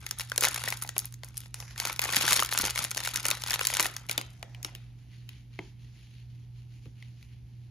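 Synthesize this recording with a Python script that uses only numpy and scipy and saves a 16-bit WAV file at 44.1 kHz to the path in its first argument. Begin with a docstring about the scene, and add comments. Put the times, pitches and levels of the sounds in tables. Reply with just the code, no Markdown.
"""A faint appliance hum and a fine crackle open the scene, close to the microphone: fingers grip thin plastic film.
They pinch and tear this wrapper off a gauze roll: creases buckle as dispersed, falling chirps that ring their folds.
The crackle is many tiny buckles, driven by the strain of each grip and fading as the film relaxes.
Damped modes give soft bumps on the roll, thin snaps give ticks, and shaped noise with thread plucks gives gauze strokes.
A band-by-band decaying echo makes the small room ring faintly."""
import sys
import numpy as np
from scipy import signal
from scipy.fft import rfft, irfft, next_fast_len
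from scipy.io import wavfile
from scipy.ndimage import uniform_filter1d

SR = 44100
rng = np.random.default_rng(int(sys.argv[2]) if len(sys.argv) > 2 else 0)


def unload_audio(sound):
    """Save the sound as a 16-bit wav file, at the path given as the first command line argument."""
    columns = np.transpose(np.atleast_2d(sound))
    # keep every value between -1 and 1, then stretch to whole-number steps
    steps = np.round(np.clip(columns, -1, 1) * 32767)
    wavfile.write(sys.argv[1], SR, steps.astype(np.int16))


N = 339570
TIME = np.arange(N) / SR
PORTS = np.array([[.5], [-.5]])   # shares a left-right difference between the two channels
SNAP_SIZE, SNAP_LEAD = 1024, 128   # samples
SNAP_HZ = np.maximum(np.fft.rfftfreq(SNAP_SIZE, 1 / SR), 1)


def from_db(db):
    """Level law: amplitude is ten to the power of level over 20."""
    return 10 ** (np.asarray(db) / 20)


def rms_one(x):
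    """Power normalisation: unit mean square."""
    return x / np.sqrt(np.mean(x ** 2) + 1e-20)


def at_hz(points, hz, axis=1):
    """Log-frequency interpolation of one column of a spectrum."""
    points = np.array(points)
    return np.interp(np.log(hz), np.log(points[:, 0]), points[:, axis])


def butter(x, hz, kind, order=2):
    """Butterworth filtering: a maximally flat pass band."""
    return signal.sosfilt(signal.butter(order, hz, kind, fs=SR, output="sos"), x)


def add(out, sound, start):
    """Superposition: mix a sound in from a given sample on."""
    start = int(np.clip(start, 0, N - 1))
    out[..., start:start + sound.shape[-1]] += sound[..., :N - start]


def drift(rate):
    """Random modulation: straight lines join normal draws of spread 1, at `rate` draws per second."""
    knots = rng.standard_normal(4096)
    return np.interp(TIME * rate, np.arange(len(knots)), knots)


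# left-right coherence of a diffuse field: f/Hz, correlation
COHERENCE = [(60, .93), (300, 0.8), (700, 0.47), (1500, 0.82), (3000, 0.73), (7000, 0.18), (15000, 0.034)]


def diffuse_noise(colour, size=N):
    """Diffuse-field coherence: coloured stereo noise of rms 1, its ports most alike in the bass."""
    padded = next_fast_len(size)
    hz = np.maximum(np.fft.rfftfreq(padded, 1 / SR), 1)
    mid, side = rfft(rng.standard_normal((2, padded)))
    alike = np.clip(at_hz(COHERENCE, hz), -1, 1)
    both = np.sqrt(1 + alike) * mid + np.sqrt(1 - alike) * side * [[1], [-1]]
    return rms_one(irfft(both * from_db(at_hz(colour, hz)), padded)[:, :size])


# spectral density of the room background: f/Hz, relative level/dB per Hz
RUMBLE_COLOUR = [(20, -23), (35, -10), (55, 8.5), (75, 1.5), (100, -0.5), (170, -5), (230, -9.5),
                 (350, -19), (550, -33), (800, -28.5), (1200, -38), (2500, -33), (6500, -38), (8300, -57),
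                 (11000, -36.5), (15500, -58)]


def appliance(hum_hz=120, hum_db=-48.5, rumble_db=-54, pan_db=-2.5, waver_db=2.0):
    """Mains-driven vibration: a wavering hum at twice the mains frequency, slightly right, over low rumble."""
    level_db = hum_db + waver_db * drift(7.9) + pan_db * PORTS
    hum = np.sqrt(2) * np.sin(2 * np.pi * hum_hz * TIME) * from_db(level_db)
    return hum + from_db(rumble_db) * diffuse_noise(RUMBLE_COLOUR)


def gesture(start, length, attack_db_per_s, release_db_per_s):
    """Exponential envelope: level in dB of one hand movement that swells, holds at 0 and dies away."""
    before = np.maximum(start - TIME, 0)
    after = np.maximum(TIME - start - length, 0)
    return -np.maximum(attack_db_per_s * before, release_db_per_s * after)


# pinches and pulls on the wrapper: t/s, length/s, relative level of the crackle body/dB, sizzle above the body/dB
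GRIP_EVENTS = [(0, 0.12, -52.5, 1), (0.196, 0.0073, -43.5, 7.5), (0.422, 0.047, -33.5, 4.5),
               (0.517, 0.098, -39.5, 4), (0.654, 0.068, -38.5, 2), (0.823, 0.0075, -46.5, 6.5),
               (0.957, 0.11, -58.5, 8), (1.227, 0.079, -62, 4), (1.346, 0.11, -64, 11.5),
               (1.787, 0.13, -39.5, 2.5), (2.029, 0.073, -36.5, 3.5), (2.129, 0.27, -33, 5.5),
               (2.283, 0.084, -32.5, 7), (2.524, .17, -35.5, 4), (2.761, 0.087, -38, 5.5),
               (2.968, 0.14, -44, 7), (3.144, 0.063, -41.5, 4.5), (3.248, 0.1, -39, 2),
               (3.38, .11, -52, 6.5), (3.472, 0.076, -36.5, 3), (3.611, 0.2, -42.5, 8),
               (3.784, 0.084, -35.5, 1.5), (4.109, 0.019, -38.5, 0), (4.65, 0.029, -50, -2)]


def strain(attack_db_per_s=901.5, release_db_per_s=453, relax_db=-13, relax_db_per_s=61.5):
    """Stress relaxation: the strongest grip, or its slow creaking afterwards, sets body and sizzle in dB."""
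    body = sizzle = np.full(N, -120.)
    for s, length, db, bright_db in GRIP_EVENTS:
        held = gesture(s, length, attack_db_per_s, release_db_per_s)
        relaxing = relax_db + gesture(s, length, attack_db_per_s, relax_db_per_s)
        level = db + np.maximum(held, relaxing)
        body = np.maximum(body, level)
        sizzle = np.maximum(sizzle, level + bright_db)
    return body, sizzle


def resonance(hz, q, gain_db):
    """Resonance: unity response plus a peak whose width is its frequency over q."""
    detune = SNAP_HZ / hz - hz / SNAP_HZ
    return 1 + (from_db(gain_db) - 1) / (1 + 1j * q * detune)


def crease_paths(fold_hz, scatter_db, scatter_s=.003, spread_s=.000004, count=16):
    """Multipath superposition: spectra at both ports of a swell of tiny flips and its scattered echoes."""
    swell_s = 0.0003343 * (3000 / fold_hz) ** .3   # small, high folds give way faster
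    flips = rng.gamma(3, swell_s, count)
    # echoes off hands and table follow the flips
    delay = np.r_[flips, rng.exponential(scatter_s, count) + 2 * swell_s]
    size = np.r_[np.exp(-flips / (10 * swell_s)), np.full(count, from_db(scatter_db))]
    height = rng.choice([-1, 1], 2 * count) * size
    # each path has its own direction, and all share one more
    lag = spread_s * (rng.standard_normal(2 * count) + rng.standard_normal()) / 2
    arrival = np.array([delay - lag, delay + lag]) - np.median(flips)
    return (height[:, None] * np.exp(-2j * np.pi * arrival[..., None] * SNAP_HZ)).sum(1)


def table_echo(delay_s=0.0021, echo_db=-10, spread=.12):
    """Comb filtering: the table top returns each snap after a delay varying with the height of the hands."""
    echo_s = delay_s * np.exp(spread * rng.standard_normal())
    return 1 + from_db(echo_db) * np.exp(-2j * np.pi * echo_s * SNAP_HZ)


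def bending_phase(travel_s=.0015):
    """Bending-wave dispersion: delay is travel * (sqrt(1 kHz / f) - 1/2), so treble arrives first."""
    travel = travel_s * np.exp(rng.normal(0, .3))
    return 2 * np.pi * travel * (2 * np.sqrt(1e3 * SNAP_HZ) - SNAP_HZ / 2)


# phase between the two microphone ports: f/Hz, lead of the left port/rad
PORT_LEAD = [(100, 1.2), (1500, -0.13), (2700, 1.5), (4000, 0.06), (5000, 0.91), (6200, 1.02),
             (7000, -1.04), (7800, -3), (8700, -3.5), (10600, -6), (12200, -6.5), (14000, -9), (15500, -9)]
# level between the two microphone ports: f/Hz, left minus right level/dB
PORT_LEVEL = [(200, 0), (1000, 2.4), (2700, 2.5), (4800, 4), (7000, 1.1), (9000, 0), (15000, 0)]


def snap(colour, fold_hz, fold_db, fold_q=2.3, overtone_db=3.5, overtone_q=3.8, scatter_db=-17,
         splay=0.8, splay_hz=3300, lead_s=0):
    """Snap-through buckling: tiny flips launch a dispersed bending wave that rings the fold and taut facets."""
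    paths = crease_paths(fold_hz, scatter_db)
    for hz in np.exp(rng.uniform(np.log(1800), np.log(14000), size=6)):   # facets ring at their own pitches
        paths *= resonance(hz, overtone_q, overtone_db)
    # level the broad spectrum, keep its fine structure
    paths /= np.sqrt(uniform_filter1d(np.mean(abs(paths) ** 2, 0), size=41) + 1e-9)
    detune = SNAP_HZ / fold_hz - fold_hz / SNAP_HZ
    fold = resonance(fold_hz, fold_q, fold_db)
    fold *= from_db(-.55 * fold_db / (1 + detune ** 2))   # the ring draws its energy from nearby frequencies
    paths *= table_echo()
    bend = bending_phase()
    gain = from_db(at_hz(colour, SNAP_HZ) + PORTS * at_hz(PORT_LEVEL, SNAP_HZ))
    # each snap faces its own way, heard most in the middle range
    aim = splay * rng.standard_normal() * np.exp(-np.log(SNAP_HZ / splay_hz) ** 2)
    aim += 2 * np.pi * np.minimum(lead_s * SNAP_HZ, 1)   # a time lead in the lower range, one turn at most
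    phase = PORTS * (at_hz(PORT_LEAD, SNAP_HZ) + aim) - bend
    wave = irfft(paths * fold * gain * np.exp(1j * phase))
    return np.roll(wave, SNAP_LEAD, axis=1) * signal.windows.tukey(SNAP_SIZE, .2)


# spectral density of the fine crackle: f/Hz, relative level/dB per Hz
FINE_CRACKLE_COLOUR = [(100, -24.5), (250, -4), (450, -12.5), (950, 1), (1500, 6), (1750, -1.5), (2100, 7),
                       (3500, 2), (5800, -3), (8000, -4), (11000, -5.5), (15500, -26.5)]


def crackle(body, sizzle, per_s=600, size_db=4.0, clump_db=3.0, body_db=-2.0, sizzle_db=-3, hiss_db=-35,
            fold_db=7, tilt_db=4.0, size=130, count=120):
    """Crackling noise: clumped random buckles excite a new fold every `size` samples, about 3 ms."""
    born = rng.random(N) < per_s / SR
    sizes = born * from_db(size_db * np.minimum(rng.exponential(1, N), 3))
    sizes += from_db(hiss_db) * rng.standard_normal(N)
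    sizes *= from_db(clump_db * np.tanh(drift(110)))
    sizes /= np.sqrt(uniform_filter1d(sizes ** 2, size=2400) + 1e-12)   # a steady pull releases steady energy
    folds = []
    for fold_hz in np.geomspace(1200, 12000, count):
        tilt = tilt_db * np.clip(rng.standard_normal(), -2, 2)   # some folds are bright, some dull
        colour = [(hz, db + tilt * np.log(hz / 3300)) for hz, db in FINE_CRACKLE_COLOUR]
        folds.append(snap(colour, fold_hz, fold_db))
    film, end = np.zeros((2, N)), int((GRIP_EVENTS[-1][0] + .5) * SR)
    for start in range(0, end, size):
        fold = folds[rng.integers(count)]
        grains = np.array([np.convolve(sizes[start:start + size], port) for port in fold])
        add(film, grains, start - SNAP_LEAD)
    low = butter(film, 3700, "low", order=3)
    high = butter(film, 3000, "high", order=3)
    low *= from_db(body + body_db) / low[:, :end].std()
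    high *= from_db(sizzle + sizzle_db) / high[:, :end].std()
    return low + high


def tilted(colour, tilt, pivot_hz=3100):
    """Spectral tilt in dB per octave about a pivot: small, tight creases are bright, wide ones dull."""
    return [(hz, db + tilt * np.log2(np.clip(hz, 650, 11500) / pivot_hz)) for hz, db in colour]


# spectral density shared by all film snaps before tilting: f/Hz, relative level/dB per Hz
FILM_SNAP_COLOUR = [(60, -30), (300, -19), (650, -5), (1800, 1.5), (5000, -0.74), (8500, 0), (11500, -5),
                    (15500, -7.5)]


def lesser_creases(sizzle, above_db=18.5, spread_db=5.0, tilt_db=2.5, tilt_spread_db=5.5, fold_db=11, count=130):
    """Strain-limited buckling: smaller snaps at random times, their strength following the sizzle level."""
    out, end = np.zeros((2, N)), int(sum(GRIP_EVENTS[-1][:2]) * SR)
    for k, (when, size, tilt, pitch) in enumerate(rng.uniform(-1.3, 1, (count, 4))):
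        start = int((k + (1 + when) / 2) * end / count)
        colour = tilted(FILM_SNAP_COLOUR, tilt_db + tilt_spread_db * tilt)
        wave = snap(colour, 3800 * 2 ** pitch, fold_db)
        add(out, from_db(sizzle[start] + above_db + spread_db * size) * wave, start - SNAP_LEAD)
    return out


# creases buckling: t/s, relative level/dB, tilt/dB per octave, f of the fold's ring/Hz
CREASE_EVENTS = [(0.0655, -6.5, 1, 2100), (0.0923, -26.5, 5, 3500), (0.1109, -2.5, 2, 5650),
                 (0.1874, -20, 8.5, 9650), (0.1974, -4.5, -1, 5390), (0.2086, -4.5, -0.1, 2240),
                 (0.2138, -11, 2, 3860), (0.299, -17, 3.5, 5200), (0.3187, -2.5, -3.5, 1586),
                 (0.3614, -8.5, 0.5, 8140), (0.3793, 3, 3.5, 7560), (0.3814, -3, -2.5, 4800),
                 (0.4094, -5.5, 6, 8010), (0.413, -14, 6.5, 6000), (0.424, -4, -1, 4700),
                 (0.4377, 6.5, 0.5, 1990), (0.445, 6, -3, 6460), (0.4519, 5.5, 2.5, 2050),
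                 (0.462, -11.5, -5.5, 1500), (0.4712, 0, -4.5, 2000), (0.4857, -4.5, 4.5, 7350),
                 (0.545, -7, 4, 1950), (0.5605, -9, -6.5, 1600), (0.5766, -9.5, -5.5, 3300),
                 (0.639, -2, -2, 10000), (0.6769, -6, -7, 1930), (0.6868, -1.5, 0.5, 1880),
                 (0.725, -1, -3.5, 2010), (0.7403, -14.5, 0.5, 2000), (0.7725, -19.5, 6.5, 4430),
                 (0.8262, -19, 10, 10210), (0.837, -20.5, 8, 10570), (0.8488, -21, -10, 2100),
                 (0.8762, -18.5, 2.5, 4200), (0.8918, -5, 0, 7500), (0.9661, -7.5, -4, 2480),
                 (0.9815, -11, 11, 11100), (0.9915, -7.5, 6.5, 5300), (1.0, -23, 10, 10500),
                 (1.0465, -16.5, -1.5, 5500), (1.056, -26.5, 12.5, 12200), (1.125, -23.5, 3, 9800),
                 (1.1416, -21, 4, 6400), (1.235, -11.5, -3.5, 4600), (1.2467, -28, 9.5, 6050),
                 (1.287, -34, 9, 5900), (1.3712, -17, 5, 5260), (1.378, -18, 9.5, 9200),
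                 (1.405, -20.5, 4, 12100), (1.4353, -26.5, -4, 3180), (1.4594, -23, -2.5, 2400),
                 (1.5435, -9, 1.5, 8650), (1.603, -12.5, 1.5, 5740), (1.6258, -17.5, -5, 2180),
                 (1.761, -19, -5.5, 2180), (1.7794, -9, 0.5, 5030), (1.8011, 0.5, 0.5, 4820),
                 (1.839, -22.5, -4.5, 3500), (1.8525, 1, -3.5, 6450), (1.8552, -7, 2, 3900),
                 (1.8726, -6, 0.5, 6030), (1.8988, -4, -2.5, 2210), (1.929, -11, 3, 11500),
                 (1.9626, -12.5, 1, 4970), (1.9935, 4, -1, 2493), (2.018, -5, 3.5, 11800),
                 (2.0226, -5, -2.5, 4440), (2.0271, -9, 0.5, 5000), (2.0403, -0.5, -0.5, 2574),
                 (2.049, -11.5, 5, 7000), (2.055, -5, -5, 1030), (2.0925, -3.5, -4, 2400),
                 (2.1255, -4.5, 0.5, 3400), (2.136, -1, -1.5, 2000), (2.1462, -1.5, -0.5, 2270),
                 (2.1667, 8.5, 0, 2870), (2.1709, -0.5, -3, 3600), (2.2107, 0.5, -2.5, 2730),
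                 (2.2305, -3.5, -0.5, 3300), (2.2536, 0.5, -1.5, 5230), (2.28, 6, -2.5, 1380),
                 (2.2893, 1.5, 1, 1400), (2.308, 1.5, 1.5, 3670), (2.311, 2.5, 0, 8500),
                 (2.3231, 7, -3, 7400), (2.331, 8.5, 1, 8560), (2.3638, 1.5, -1, 7040),
                 (2.3723, -1.5, -1, 4970), (2.3944, 4.5, -3.5, 3300), (2.4024, -1.5, 5, 990),
                 (2.4246, 3, -4, 1270), (2.4332, -8.5, 7, 2000), (2.4487, -3.5, 0.5, 3700),
                 (2.4613, -11, 4.5, 4700), (2.491, -7, -1.5, 2970), (2.5152, -6.5, -1.5, 4400),
                 (2.5258, 1.5, -3.5, 3620), (2.5394, -18, 11, 6520), (2.5768, 3.5, 0.5, 7100),
                 (2.589, -5.5, 8, 5200), (2.6129, -2, 3.5, 4640), (2.653, 1, 0.5, 6960),
                 (2.641, -1, -4.5, 3600), (2.6724, -7, 1, 5520), (2.701, -10, 4, 4840),
                 (2.7076, -4.5, 2, 7960), (2.759, -3, -2, 2122), (2.7777, 0, -1.5, 1990),
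                 (2.791, -1, 0.5, 4740), (2.8421, -6.5, 4.5, 9800), (2.849, -2, -1, 7700),
                 (2.9092, -12, 4.5, 6400), (2.9145, -3.5, 1, 7960), (2.948, -8.5, 0.5, 4740),
                 (2.9723, -1, -1, 8560), (2.977, -1, 0, 5760), (3.0047, -5.5, -1.5, 8000),
                 (3.0375, -9, 2, 4200), (3.05, -5.5, 0, 2420), (3.0596, -4, 0, 2287),
                 (3.0751, 0, -1.5, 1460), (3.0897, -8, 0.5, 3000), (3.1379, -10, 0, 3900),
                 (3.16, 2.5, 1, 6550), (3.1733, -5, 1, 5500), (3.231, -16.5, 4.5, 4200),
                 (3.246, -10, -2, 5200), (3.2544, 2.5, 0.5, 7200), (3.257, -2, -6, 2220),
                 (3.266, -9.5, 7.5, 6960), (3.285, -3.5, 4.5, 8400), (3.304, -1, 2.5, 9400),
                 (3.3129, 6, -1, 3820), (3.3722, -13, -4, 4340), (3.421, -10, 0.5, 5800),
                 (3.438, -3, -0.5, 4040), (3.4637, -9.5, -1.5, 5970), (3.499, -7.5, 1, 2330),
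                 (3.5077, -1.5, 2.5, 5160), (3.5131, -11, -7, 2000), (3.533, 0, -1.5, 3400),
                 (3.541, 3.5, 0, 2570), (3.559, -5, -2.5, 3600), (3.593, -1, -2, 2570),
                 (3.609, -16.5, 7.5, 1793), (3.612, 0.5, -5.5, 2780), (3.652, 0, 1, 4170),
                 (3.671, 2.5, 4, 6850), (3.674, -17, -4.5, 5000), (3.7018, -4.5, -4, 2580),
                 (3.7292, -7.5, -4.5, 3320), (3.739, 1, 0, 3030), (3.751, -3, -1, 5570),
                 (3.7698, 3, -0.5, 7600), (3.7793, -15, -3, 4500), (3.7977, 8, -2.5, 7550),
                 (3.804, 5, -2, 7500), (3.8083, -13, 12, 6000), (3.8281, -2.5, 4, 4494),
                 (3.8466, -6.5, 0.5, 2960), (3.857, 1, -3.5, 1000), (3.865, -9.5, 5.5, 3450),
                 (3.942, -23, -2, 2320), (3.9662, -6, 1, 5900), (4.089, -14, 0, 3200),
                 (4.096, -0.5, -2.5, 2030), (4.1129, -3.5, 3.5, 3670), (4.179, 2.5, 0.5, 3520),
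                 (4.181, -4, -6.5, 6240), (4.19, -11, -5, 2620), (4.2136, -7, -2.5, 8600),
                 (4.4286, -10, -3.5, 3070), (4.63, -15.5, 3.5, 6160), (4.648, -2, -2, 5600)]


def creases(level_db=0.0, fold_db=14.5, fold_q=4.25, overtone_db=6.0, ring_db_per_octave=2,
            aside_s=4.05, aside_lead_s=0.00031):
    """Fold resonance: single loud snaps, each with its own ring, strongest in wide, low folds."""
    out = np.zeros((2, N))
    for s, db, tilt, fold_hz in CREASE_EVENTS:
        ring_db = fold_db + ring_db_per_octave * np.log2(3100 / fold_hz)
        # the empty wrapper is carried off to the left: its lower sounds then reach the left port first
        lead_s = aside_lead_s * (s > aside_s)
        wave = snap(tilted(FILM_SNAP_COLOUR, tilt), fold_hz, ring_db, fold_q, overtone_db, lead_s=lead_s)
        add(out, from_db(db + level_db) * wave, round(s * SR) - SNAP_LEAD)
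    return out


# the room's echo: f/Hz, level relative to the direct sound/dB, t60/s
ROOM_DECAY = [(150, -4, 0.26), (700, -9, 0.22), (2000, -11.5, 0.48), (4930, -10.5, 0.25),
              (9700, -19.5, 0.11), (16000, -12, 0.083)]


def room(dry, gap_s=0.0054, build_s=0.001):
    """Reverberant decay: a diffuse echo dies exponentially, at its own rate in each band."""
    t = TIME[:SR * 3 // 4]
    white = diffuse_noise([(20, 0), (20000, 0)], size=len(t))
    edges, tail = np.geomspace(100, 18000, 12), 0
    for low, high in zip(edges, edges[1:]):
        hz = np.sqrt(low * high)
        fade = from_db(-60 * t / at_hz(ROOM_DECAY, hz, axis=2)) * np.clip((t - gap_s) / build_s, 0, 1)
        fade *= from_db(at_hz(ROOM_DECAY, hz)) / np.linalg.norm(fade)
        tail = tail + butter(white, [low, high], "band") * fade
        white = np.roll(white, len(t) // 13, axis=1)
    narrowed = dry.mean(0)[None] / 2 + dry / 2
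    return signal.fftconvolve(narrowed, tail, axes=1)[:, :N]


# soft bumps of fingers on the roll: t/s, relative level/dB, f/Hz, t60/s
BUMP_EVENTS = [(0.38, -22, 474, 0.015), (0.438, -21, 460, 0.036), (0.964, -24.5, 373, 0.018),
               (2.167, -22.5, 212, 0.041), (2.636, -21.5, 276, 0.014), (3.798, -34, 309, 0.11),
               (3.853, -34, 298, 0.045), (4.178, -27, 249, 0.048), (4.428, -29, 676, 0.028),
               (4.649, -36.5, 295, 0.052), (4.752, -45, 421, 0.032), (5.59, -22.5, 268.6, 0.029),
               (6.857, -40.5, 393, 0.019), (6.862, -27, 109, 0.068)]


def bumps(level_db=-3, puff_db=-10, puff_ratio=2.4, puff_t60=0.035):
    """Damped modal vibration: a padded knock rings unrelated modes, with a short dull puff from the cotton."""
    out, t = np.zeros(N), TIME[:SR // 4]
    shares = [(.68, 0.18), (1, -0.56), (1.3, 0.55), (1.7, -0.13), (2.3, 0.015), (3.1, -.1)]   # f ratio, amplitude
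    for s, db, hz, t60 in BUMP_EVENTS:
        modes = sum(share * np.sin(2 * np.pi * hz * ratio * t) * from_db(-60 * t * np.sqrt(ratio) / t60)
                    for ratio, share in shares)
        puff = rms_one(butter(rng.standard_normal(len(t)), puff_ratio * hz, "low", order=3))
        puff *= from_db(puff_db - 60 * t / puff_t60)
        add(out, from_db(db + level_db) * (modes + puff), round(s * SR))
    return out


def rubbing(rub_db, colour, level_db, catch_db, patch_db=4.5, shifts_per_s=22):
    """Stick-slip friction: skin or threads give a soft, grainy hiss whose colour shifts with the contact."""
    hiss = diffuse_noise(colour)
    edges = [100, 1500, 2300, 3300, 4700, 7500, 16000]   # Hz
    patches = sum((-1) ** k * butter(hiss, band, "band") * from_db(patch_db * drift(shifts_per_s))
                  for k, band in enumerate(zip(edges, edges[1:])))
    return from_db(rub_db + level_db + catch_db * drift(300)) * rms_one(patches)


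# a fingertip sliding along the wrapper: t/s, relative level/dB
SLIDE_LEVEL = [(1.53, -75), (1.548, -51), (1.6, -46.5), (1.66, -51.5), (1.71, -45.5), (1.74, -53),
               (1.78, -73)]
# spectral density of the slide: f/Hz, relative level/dB per Hz
FINGER_COLOUR = [(300, -6), (1100, 0.5), (1500, -0.5), (2100, 2), (3200, -5.5), (5300, -0.5), (7200, -6),
                 (8300, -32), (10000, -3), (12500, -12), (15500, -42)]


def finger_slide():
    """Sliding friction: a fingertip hisses along the film under a level curve, silent before and after."""
    slide_db = np.interp(TIME, *np.transpose(SLIDE_LEVEL), left=-120, right=-120)
    return rubbing(slide_db, FINGER_COLOUR, level_db=-3.5, catch_db=3.5)


# spectral density of the brushing hand: f/Hz, relative level/dB per Hz
HAND_COLOUR = [(200, -9.5), (500, -2.5), (750, 6), (1200, -9), (2500, -10), (6000, -11), (15000, -50)]


def hand_brush(start_s=4.416, length_s=0.3, brush_db=-64.5):
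    """Sliding friction: a hand brushes dully past while the wrapper is put aside."""
    rub_db = brush_db + gesture(start_s, length_s, attack_db_per_s=55.5, release_db_per_s=59)
    return rubbing(rub_db, HAND_COLOUR, level_db=1.5, catch_db=1.5, patch_db=-4.5)


# nails and threads catching on the roll: t/s, relative level/dB, tilt/dB per octave, f of the ring/Hz
TICK_EVENTS = [(4.5483, -15, 1, 2570), (4.7514, -8.5, 4.5, 2200), (4.76, -21, 4, 2580),
               (5.2916, -12, 3.5, 2670), (5.5906, -8.5, -4.5, 2080), (6.857, -28, 2, 2300),
               (7.0261, -18, -1, 2700), (7.228, -22.5, 2, 4300)]
# spectral density of a tick before tilting: f/Hz, relative level/dB per Hz
CATCH_COLOUR = [(200, -35), (1000, -7.5), (1550, -10.5), (2100, 5), (3000, 0.5), (4500, -7.5),
                (7000, -14.5), (8300, -14), (11000, -18.5), (15500, -16)]


def ticks(fold_db=8, fold_q=3):
    """Sudden release: a nail or a thread slips free with a thin, briefly ringing tick."""
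    out = np.zeros((2, N))
    for s, db, tilt, ring_hz in TICK_EVENTS:
        wave = snap(tilted(CATCH_COLOUR, tilt), ring_hz, fold_db, fold_q, overtone_db=3.0, scatter_db=-18)
        add(out, from_db(db) * wave, round(s * SR) - SNAP_LEAD)
    return out


# spectral density of gauze hiss and thread plucks: f/Hz, relative level/dB per Hz
COTTON_COLOUR = [(150, -43.5), (400, -10), (1100, -7), (1650, -5), (2100, 2), (3000, 4), (3600, -1.5),
                 (4300, 0.5), (5300, -4.5), (7000, -6), (8300, -35), (9500, -6), (11500, -13), (13500, -17),
                 (15500, -52)]


def threads(rub_db, per_s=230, thread_db=-7.5, spread_db=3.6, count=14):
    """Random plucking: single threads slip free under a stroke as uneven ticks, each with its own pitch."""
    sizes = (rng.random(N) < per_s / SR) * from_db(spread_db * np.minimum(rng.exponential(1, N), 3))
    plucks = [snap(COTTON_COLOUR, hz, fold_db=9) for hz in np.geomspace(2000, 5500, count)]
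    out = np.zeros((2, N))
    for start in np.flatnonzero(sizes):
        add(out, sizes[start] * plucks[rng.integers(count)], start)
    return from_db(rub_db + thread_db) * rms_one(out)


# gauze rubbing on fingers and peeling off the roll: t/s, length/s, relative level/dB
STROKE_EVENTS = [(4.764, 0.081, -64.5), (4.996, .027, -64.5), (5.124, 0.081, -59), (5.303, 0.073, -58.5),
                 (5.545, 0.13, -60), (5.812, 0.059, -61), (5.942, 0.26, -61), (6.302, 0.13, -67),
                 (6.571, .03, -63), (6.718, 0.043, -62), (6.844, 0.022, -61.5), (6.98, 0.11, -62),
                 (7.18, 0.076, -62), (7.291, 0.047, -64), (7.475, 0.23, -71)]


def gauze_strokes():
    """Fibre friction: each stroke swells and dies as grainy hiss with thread plucks on top."""
    strokes = [db + gesture(s, length, attack_db_per_s=260, release_db_per_s=159)
               for s, length, db in STROKE_EVENTS]
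    rub_db = np.max(strokes, axis=0)
    hiss = rubbing(rub_db, COTTON_COLOUR, level_db=-5.0, catch_db=0.5, patch_db=2.5)
    return hiss + threads(rub_db)


def scene():
    """Superposition of direct sound and room echo: hands, film and gauze in the humming room."""
    body, sizzle = strain()
    film = lesser_creases(sizzle) + crackle(body, sizzle)
    handling = film + bumps() + finger_slide()
    # the room hears each snap from all sides, so single rings stand out less in its echo
    all_round = creases(level_db=-0.5, fold_db=9.5, fold_q=3.7, overtone_db=0.0) + ticks(fold_db=-2.0)
    direct = handling + creases() + ticks() + hand_brush() + gauze_strokes()
    return direct + room(handling + all_round) + appliance()


def record(dry):
    """Band limiting: an elliptic low-pass cuts the top steeply above 15.6 kHz."""
    return signal.sosfilt(signal.ellip(10, .2, 80, 15600, fs=SR, output="sos"), dry)


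dry = scene()
out = record(dry)
unload_audio(out)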